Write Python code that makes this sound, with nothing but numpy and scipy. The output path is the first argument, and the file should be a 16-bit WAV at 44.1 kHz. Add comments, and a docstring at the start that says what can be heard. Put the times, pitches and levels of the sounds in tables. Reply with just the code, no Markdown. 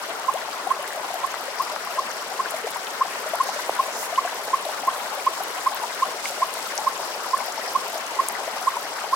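"""Chipmunk beside trickling water

A chipmunk on a rock gives two or three hollow chips a second, each a rising, nearly pure tone that
echoes off rock and trees. Close by on the left, water rushes as broadband noise, trapped bubbles
gurgle as damped oscillators, and drops tick on stone as impulses with a brief ring.
Now and then something knocks lightly, or rustles softly on the right."""
import sys
import numpy as np
from scipy import signal
from scipy.io import wavfile

SR = 44100
rng = np.random.default_rng(int(sys.argv[2]) if len(sys.argv) > 2 else 0)


def put_to_file(sound):
    """Save the sound as 16-bit audio at rate SR, in the file named by the first command-line argument."""
    columns = np.atleast_2d(sound).T  # one column per channel
    safe = np.clip(columns, -1, 1)
    whole_steps = np.round(safe * 32767)
    wavfile.write(sys.argv[1], SR, whole_steps.astype(np.int16))


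N = 403515

# spectra of the water's low rush and of its spray: f/Hz, relative spectral density/dB
BODY_SPECTRUM = [(25, -48), (50, -36), (95, -40), (130, -30), (180, -16.5), (330, -12), (480, -3.5),
                 (680, 0), (900, 0), (1400, -3), (2000, -7), (2600, -10), (4000, -16.5), (8000, -48)]
SPRAY_SPECTRUM = [(1800, -16), (3000, 1), (4000, 1), (5200, 2.5), (7000, 0.5), (10000, -3.5), (13000, -8.5),
                  (16000, -10)]
# likeness of the rush in the two ears: f/Hz, correlation (limited to +-1 in use)
EAR_CORRELATION = [(130, 1.7), (290, 0.83), (640, 0.85), (1400, 0.37), (2300, -0.26), (3100, -0.31),
                   (6800, -0.05), (15000, -0.13)]
# direction of the rush: f/Hz, pan/dB (pan is always left level minus right level)
RUSH_PAN = [(150, .2), (380, 1.5), (700, 4.5), (1300, 4), (4400, 2.3), (8000, 3.1), (15000, 5.5)]
# strength of the spray, which picks up after the first seconds: t/s, relative level/dB
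SPRAY_CURVE = [(0, -42.5), (2.2, -42), (3.2, -40.5), (3.49, -39.5), (4.4, -40.5), (6.4, -39.5), (9.15, -41)]
# strength of the froth, which sizzles up twice: t/s, relative level/dB
FROTH_CURVE = [(0, -51), (1.1, -56), (1.4, -41.5), (2.2, -40.5), (2.6, -48), (5.8, -49), (7.7, -38),
               (8.3, -48), (9.15, -42)]
# chip calls: t/s at the loudest point, peak level/dB, pan/dB
CHIP_CALLS = [(0.291, -11.5, -6.5), (0.7144, -11.5, -6), (1.246, -15.5, -7), (1.6058, -14.5, 4),
              (1.992, -14.5, -.4), (2.403, -15.5, -1), (3.019, -10.5, 1.9), (3.4098, -11, 3.1),
              (3.7999, -11, 1.3), (4.1868, -10.5, -1.5), (4.5415, -10.5, -2), (4.8842, -11, -1),
              (5.2749, -10, -2.4), (5.6726, -10.5, -2.4), (6.0309, -11, -1), (6.4291, -11.4, -1),
              (6.8767, -11, -3.4), (7.3423, -11, -4.4), (7.7605, -11, -4.3), (8.1988, -10.5, -3.9),
              (8.6799, -10, -3.7), (9.1364, -11.5, -3)]
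# reflections off rock and trees: delay/s, gain/dB, pan/dB
REFLECTIONS = [(.0095, -15, -10), (.029, -21, 7), (.061, -19, 5), (.09, -21.5, 7)]
# the loudest bubbles: t/s, starting f/Hz, nominal peak level/dB, mean fractional rise of f, pan/dB
LOUD_BUBBLES = [(.339, 456, -20, 0.84, 8), (.355, 632, -22, .57, 8), (.668, 743, -18.5, 0.031, 11),
                (1.138, 720, -20, .05, 7), (2.457, 1490, -17, .18, 14), (2.540, 640, -20.5, 0.01, 5),
                (2.637, 405, -25, .3, 5), (2.759, 945, -23, .07, 5), (3.333, 594, -18.5, .36, 5),
                (3.345, 703, -20.5, 0.96, 5), (3.487, 644, -20, 0.7, 6), (3.589, 890, -20, 0.21, 5),
                (4.124, 645, -20.5, 0.2, 4), (4.159, 2900, -22.5, 0.05, 4), (4.247, 676, -17.5, 0.073, 3),
                (4.651, 3850, -23, .06, 8), (4.832, 746, -23, .1, 2), (5.404, 704, -21, 0.22, 4),
                (6.785, 750, -19.5, 0.19, 7), (8.351, 1900, -20, .12, 15), (8.475, 570, -22, 0.42, 7),
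                (8.766, 940, -17, 0.054, 6)]
# the loudest drops and ticks: t/s, peak level/dB, f/Hz, bandwidth/Hz, pan/dB
SHARP_IMPACTS = [(.338, -15, 8000, 4070, 14), (.530, -23, 4700, 200, 6), (2.114, -21, 5995, 247, 16),
                 (2.508, -14.5, 10700, 4020, 8), (2.870, -20, 3220, 700, 5), (3.355, -17, 10300, 3000, -10),
                 (4.872, -17, 12200, 4000, 8), (5.436, -16, 11600, 2000, 9), (5.746, -14, 13700, 2000, 10),
                 (6.539, -12.5, 8900, 3500, 5), (6.778, -8, 5650, 1100, 0), (7.378, -15.5, 9350, 999, 9),
                 (7.462, -18, 13400, 3030, 8), (7.523, -18, 6700, 1200, 8), (8.2858, -3, 8750, 3205, 9)]
# knocks and dull plops: t/s, peak level/dB, f/Hz, bandwidth/Hz, upper edge/Hz, pan/dB
DULL_IMPACTS = [(0.926, -20, 1720, 400, 2385, 7), (1.342, -15.5, 1102, 487, 2400, 11),
                (1.762, -14.5, 1160, 299, 2407, 12), (3.6938, -8, 654, 331, 1320, -2),
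                (4.481, -18, 719, 250.3, 1398, -1), (6.2556, -15.5, 2190, 130, 4500, 0)]
# rustles: t/s, duration/s, level/dB at the crest, lower edge/Hz, upper edge/Hz, pan/dB
RUSTLE_BURSTS = [(3.347, 0.33, -39.5, 3900, 6060, -11), (3.878, 0.22, -37, 5160, 7470, -3),
                 (3.947, .15, -36.5, 8000, 15000, -3), (4.902, 0.18, -45, 9000, 14900, -8),
                 (6.23, .085, -32, 2000, 8700, -3), (6.251, 0.74, -50, 4950, 15000, -3)]


def from_db(db):
    """Amplitude grows tenfold for every 20 dB."""
    return 10 ** (np.asarray(db) / 20)


def unit_rms(x):
    """Division by the RMS amplitude gives unit power."""
    return x / np.sqrt(np.mean(x ** 2) + 1e-20)


def at_hz(points, hz):
    """Interpolation of a curve on a logarithmic frequency axis."""
    frequencies, values = np.transpose(points)
    return np.interp(np.log(hz), np.log(frequencies), values)


def in_time(points):
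    """Linear interpolation of a curve at every sample."""
    return np.interp(np.arange(N) / SR, *np.transpose(points))


def panned(pan_db):
    """A level difference between the ears sets direction at constant total power."""
    return unit_rms(from_db([[pan_db / 2], [-pan_db / 2]]))


def add(out, s, sound):
    """Superposition: a stereo sound joins the mix at s seconds."""
    at = max(round(s * SR), 0)
    room = max(min(sound.shape[1], N - at), 0)
    out[:, at:at + room] += sound[:, :room]


def band(x, low_hz, high_hz, order=2):
    """A Butterworth band-pass attenuates what lies outside its edges."""
    edges = [min(low_hz, .4 * SR), min(high_hz, .47 * SR)]
    return signal.sosfilt(signal.butter(order, edges, "band", fs=SR, output="sos"), x + 1e-18)


def resonance(x, hz, width_hz):
    """A damped resonator of unit peak gain: the wider its band, the shorter its ring."""
    r = np.exp(-np.pi * width_hz / SR)
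    feedback = [1, -2 * r * np.cos(2 * np.pi * hz / SR), r * r]
    return signal.lfilter(np.array([1, 0, -1]) * (1 - r * r) / 2, feedback, x + 1e-18)


def drift(corner_hz):
    """Low-passed noise gives a slow random fluctuation of unit RMS."""
    step, settling = 40, 2000
    r = np.exp(-2 * np.pi * corner_hz * step / SR)
    noise = rng.standard_normal(N // step + settling + 2)
    slow = signal.lfilter([1], [1, -2 * r, r * r], noise)[settling:]
    return np.interp(np.arange(N) / step, np.arange(len(slow)), unit_rms(slow))


def rush(spectrum, flicker_db, flicker_hz):
    """Running water radiates broadband noise whose half-octave bands fluctuate independently."""
    out, edges = 0, 24 * 2 ** np.arange(0, 9.6, .5)
    white = rng.standard_normal((2, 2, N))
    for k, (low, high) in enumerate(zip(edges, edges[1:])):
        if high < spectrum[0][0] or low > spectrum[-1][0]:
            continue
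        hz = np.sqrt(low * high)
        mid, side = band(white[k % 2], low, high)
        correlation = np.clip(at_hz(EAR_CORRELATION, hz), -1, 1)
        stereo = np.sqrt(1 + correlation) * mid + np.sqrt(1 - correlation) * side * [[1], [-1]]
        gain = from_db(at_hz(spectrum, hz) + flicker_db * drift(flicker_hz))
        out = out + gain * panned(at_hz(RUSH_PAN, hz)) * stereo
    return unit_rms(out)


def spatter(per_s=260, spread_db=4, q_factor=14, impact_db=-17, pitches=20):
    """Shot noise: tiny droplets land at random, mostly to the left, each a click and a short ring."""
    rings, impacts = np.zeros((2, N)), np.zeros((2, N))
    for hz in np.geomspace(3300, 13000, pitches):
        place, size, side = rng.random((int(per_s / pitches * N / SR), 3)).T
        strengths = from_db(spread_db * np.minimum(-np.log(1 - size), 3.5))
        clicks = np.zeros((2, N))
        clicks[:, (place * N).astype(int)] = strengths * [np.cos(side - .4), np.sin(side - .4)]
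        rings += resonance(clicks, hz, hz / q_factor)
        impacts += clicks
    return unit_rms(rings + from_db(impact_db) * band(impacts, 5100, 16000))


def froth(centre_hz=5100, width_hz=1300, flicker_db=4.0):
    """Bursting bubbles of one size share a frequency, so their sizzle is narrow-band noise."""
    noise = rng.standard_normal((2, N)) + 1j * rng.standard_normal((2, N))
    baseband = signal.sosfilt(signal.butter(2, width_hz / 2, fs=SR, output="sos"), noise)
    sizzle = np.real(baseband * np.exp(2j * np.pi * centre_hz * np.arange(N) / SR))
    flicker = from_db(flicker_db * drift(45))
    return unit_rms(sizzle * flicker) * from_db(in_time(FROTH_CURVE)) * panned(8.6)


def bubble(hz, rise, cycles=26, swell_cycles=2.0, wobble=0.32):
    """A trapped bubble is a damped oscillator whose frequency rises as it nears the surface."""
    age = np.arange(int(cycles / hz * SR)) * hz / SR   # in periods of the starting frequency
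    envelope = (1 - np.exp(-(age / swell_cycles) ** 2)) * from_db(-40 * age / cycles)
    uneven = np.interp(age, np.linspace(0, cycles, 12), rng.normal(1, wobble, size=12))
    phase = 2 * np.pi * age * (1 + rise * age / cycles)
    return envelope / envelope.max() * uneven * np.sin(phase)


def gurgle(per_s=100, small_db=-34.5, spread_db=3.5, lowest_hz=560, db_per_octave=-3.0):
    """Bubble resonance: a few loud bubbles ring among many faint ones, fainter toward the treble."""
    out = np.zeros((2, N))
    for s, hz, db, rise, pan_db in LOUD_BUBBLES:
        add(out, s, bubble(hz, rise) * from_db(db) * panned(pan_db))
    for place, pitch, size, side, life, lift in rng.random((int(per_s * N / SR), 6)):
        octaves = 3 * pitch
        strength = min(-np.log(1 - size), 3)   # capped exponential distribution
        db = small_db + db_per_octave * octaves + spread_db * strength
        plop = bubble(lowest_hz * 2 ** octaves, rise=.7 * lift ** 2, cycles=12 + 20 * life)
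        add(out, place * N / SR, plop * from_db(db) * panned(12 * side - 1))
    return out


def chipmunk(crest_hz=1071.7, sweep_hz_per_s=7500, octave_db=-32, waver=0.0081, right_lag_s=.000025):
    """Each chip is a linear frequency sweep with a faint octave; reflections return delayed copies."""
    out = np.zeros((2, N))
    attack_s, hold_s, release_s = .012, 0.0018, 0.0073
    t = np.arange(-attack_s, hold_s + release_s, 1 / SR)
    opening = np.interp(t, [t[0], 0, hold_s, t[-1]], [0, 1, 1, 0])
    envelope = np.sin(np.pi / 2 * opening)
    for s, db, pan_db in CHIP_CALLS:
        unsteady = signal.resample(rng.normal(0, waver, size=6), len(t))
        cycles = np.cumsum((crest_hz + sweep_hz_per_s * t) * (1 + unsteady)) / SR
        phase = 2 * np.pi * (cycles - crest_hz * np.array([[0], [right_lag_s]]))
        octave = from_db(octave_db) * envelope * np.sin(2 * phase)
        call = from_db(db) * envelope * (np.sin(phase) + octave)
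        add(out, s + t[0], call * panned(pan_db))
        for delay, echo_db, echo_pan_db in REFLECTIONS:
            add(out, s + t[0] + delay, call * from_db(echo_db) * panned(echo_pan_db))
    return out


def tick(hz, width_hz, splash_db=-20, splash_s=0.0027):
    """An impulse excites a brief resonance, followed by a decaying splash that differs in each ear."""
    t = np.arange(SR // 40) / SR
    push = from_db(splash_db) * rng.standard_normal((2, len(t))) * np.exp(-t / splash_s)
    push[:, 0] += 1
    sound = band(resonance(push, hz, width_hz), 0.63 * hz, 2 * hz, order=3)
    return sound / np.abs(sound).max()


def loud_ticks():
    """The strongest drops and contacts stand out of the rush as single transients."""
    out = np.zeros((2, N))
    for s, db, hz, width_hz, pan_db in SHARP_IMPACTS:
        add(out, s, tick(hz, width_hz) * from_db(db) * panned(pan_db))
    return out


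def glugs(per_s=1.5, level_db=-24.5, lowest_hz=540, highest_hz=1500, most_rise=.8):
    """Middling bubbles break loose at random on the left and ring in free oscillation."""
    out = np.zeros((2, N))
    for place, pitch, lift in rng.random((int(per_s * N / SR), 3)):
        plop = bubble(lowest_hz * (highest_hz / lowest_hz) ** pitch, rise=most_rise * lift)
        add(out, place * N / SR, plop * from_db(level_db) * panned(6))
    return out


def drips(flow_db, per_s=1.5, over_flow_db=18, lowest_hz=4200, highest_hz=13100, q_factor=11):
    """Stray drops strike the stone as random impulses whose strength follows the spray."""
    out = np.zeros((2, N))
    for place, pitch in rng.random((int(per_s * N / SR), 2)):
        hz = lowest_hz * (highest_hz / lowest_hz) ** pitch
        add(out, place * N / SR, tick(hz, hz / q_factor))
    return out * from_db(flow_db + over_flow_db) * panned(8)


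def knocks():
    """Each knock is the impulse response of a damped resonance, dulled by a band-pass."""
    out, blow = np.zeros((2, N)), signal.unit_impulse(SR // 20)
    for s, db, hz, width_hz, edge_hz, pan_db in DULL_IMPACTS:
        sound = band(resonance(blow, hz, width_hz), .5 * hz, edge_hz, order=4)
        add(out, s, sound / np.abs(sound).max() * from_db(db) * panned(pan_db))
    return out


def babble(crest_s=3.4, spread_s=0.72, crest_db=-39.5, low_hz=1148, high_hz=1890, flicker_db=3):
    """Chattering water is amplitude-modulated mid-range noise; it swells once in a Gaussian envelope."""
    swell = np.exp(-((np.arange(N) / SR - crest_s) / spread_s) ** 2)
    chatter = band(rng.standard_normal((2, N)), low_hz, high_hz) * from_db(flicker_db * drift(40))
    return unit_rms(chatter) * swell * from_db(crest_db) * panned(5)


def rustles(grain_db=4):
    """Brushing makes friction noise: grains of random strength that swell and fade together."""
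    out = np.zeros((2, N))
    for s, duration, db, low_hz, high_hz, pan_db in RUSTLE_BURSTS:
        n = int(duration * SR)
        grains = rng.standard_normal((2, n)) * from_db(grain_db * rng.standard_normal(n))
        stroke = unit_rms(band(grains, low_hz, high_hz)) * np.sqrt(np.hanning(n))
        add(out, s, stroke * from_db(db) * panned(pan_db))
    return out


def scene(body_db=-31.6, body_share=0.17, spray_gain_db=2.5, spatter_gain_db=-5, froth_gain_db=-2):
    """The caller, the running water and the small noises add by linear superposition."""
    flow_db = in_time(SPRAY_CURVE)
    spurting_db = flow_db + 1.17 * drift(36)   # the spray comes in quick small spurts
    body_swing_db = body_share * (flow_db - flow_db.mean())
    body = from_db(body_db + body_swing_db) * rush(BODY_SPECTRUM, flicker_db=2.5, flicker_hz=27.6)
    spray = from_db(spurting_db + spray_gain_db) * rush(SPRAY_SPECTRUM, flicker_db=1.85, flicker_hz=92)
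    droplets = from_db(spurting_db + spatter_gain_db) * spatter()
    sizzle = from_db(froth_gain_db) * froth()
    water = body + spray + droplets + sizzle + gurgle() + glugs() + babble() + drips(flow_db)
    return chipmunk() + water + loud_ticks() + knocks() + rustles()


def record(dry):
    """An elliptic low-pass cuts the highest treble steeply."""
    cutoff_hz = 16050
    return signal.sosfilt(signal.ellip(12, .1, 80, cutoff_hz, fs=SR, output="sos"), dry)


dry = scene()
out = record(dry)
put_to_file(out)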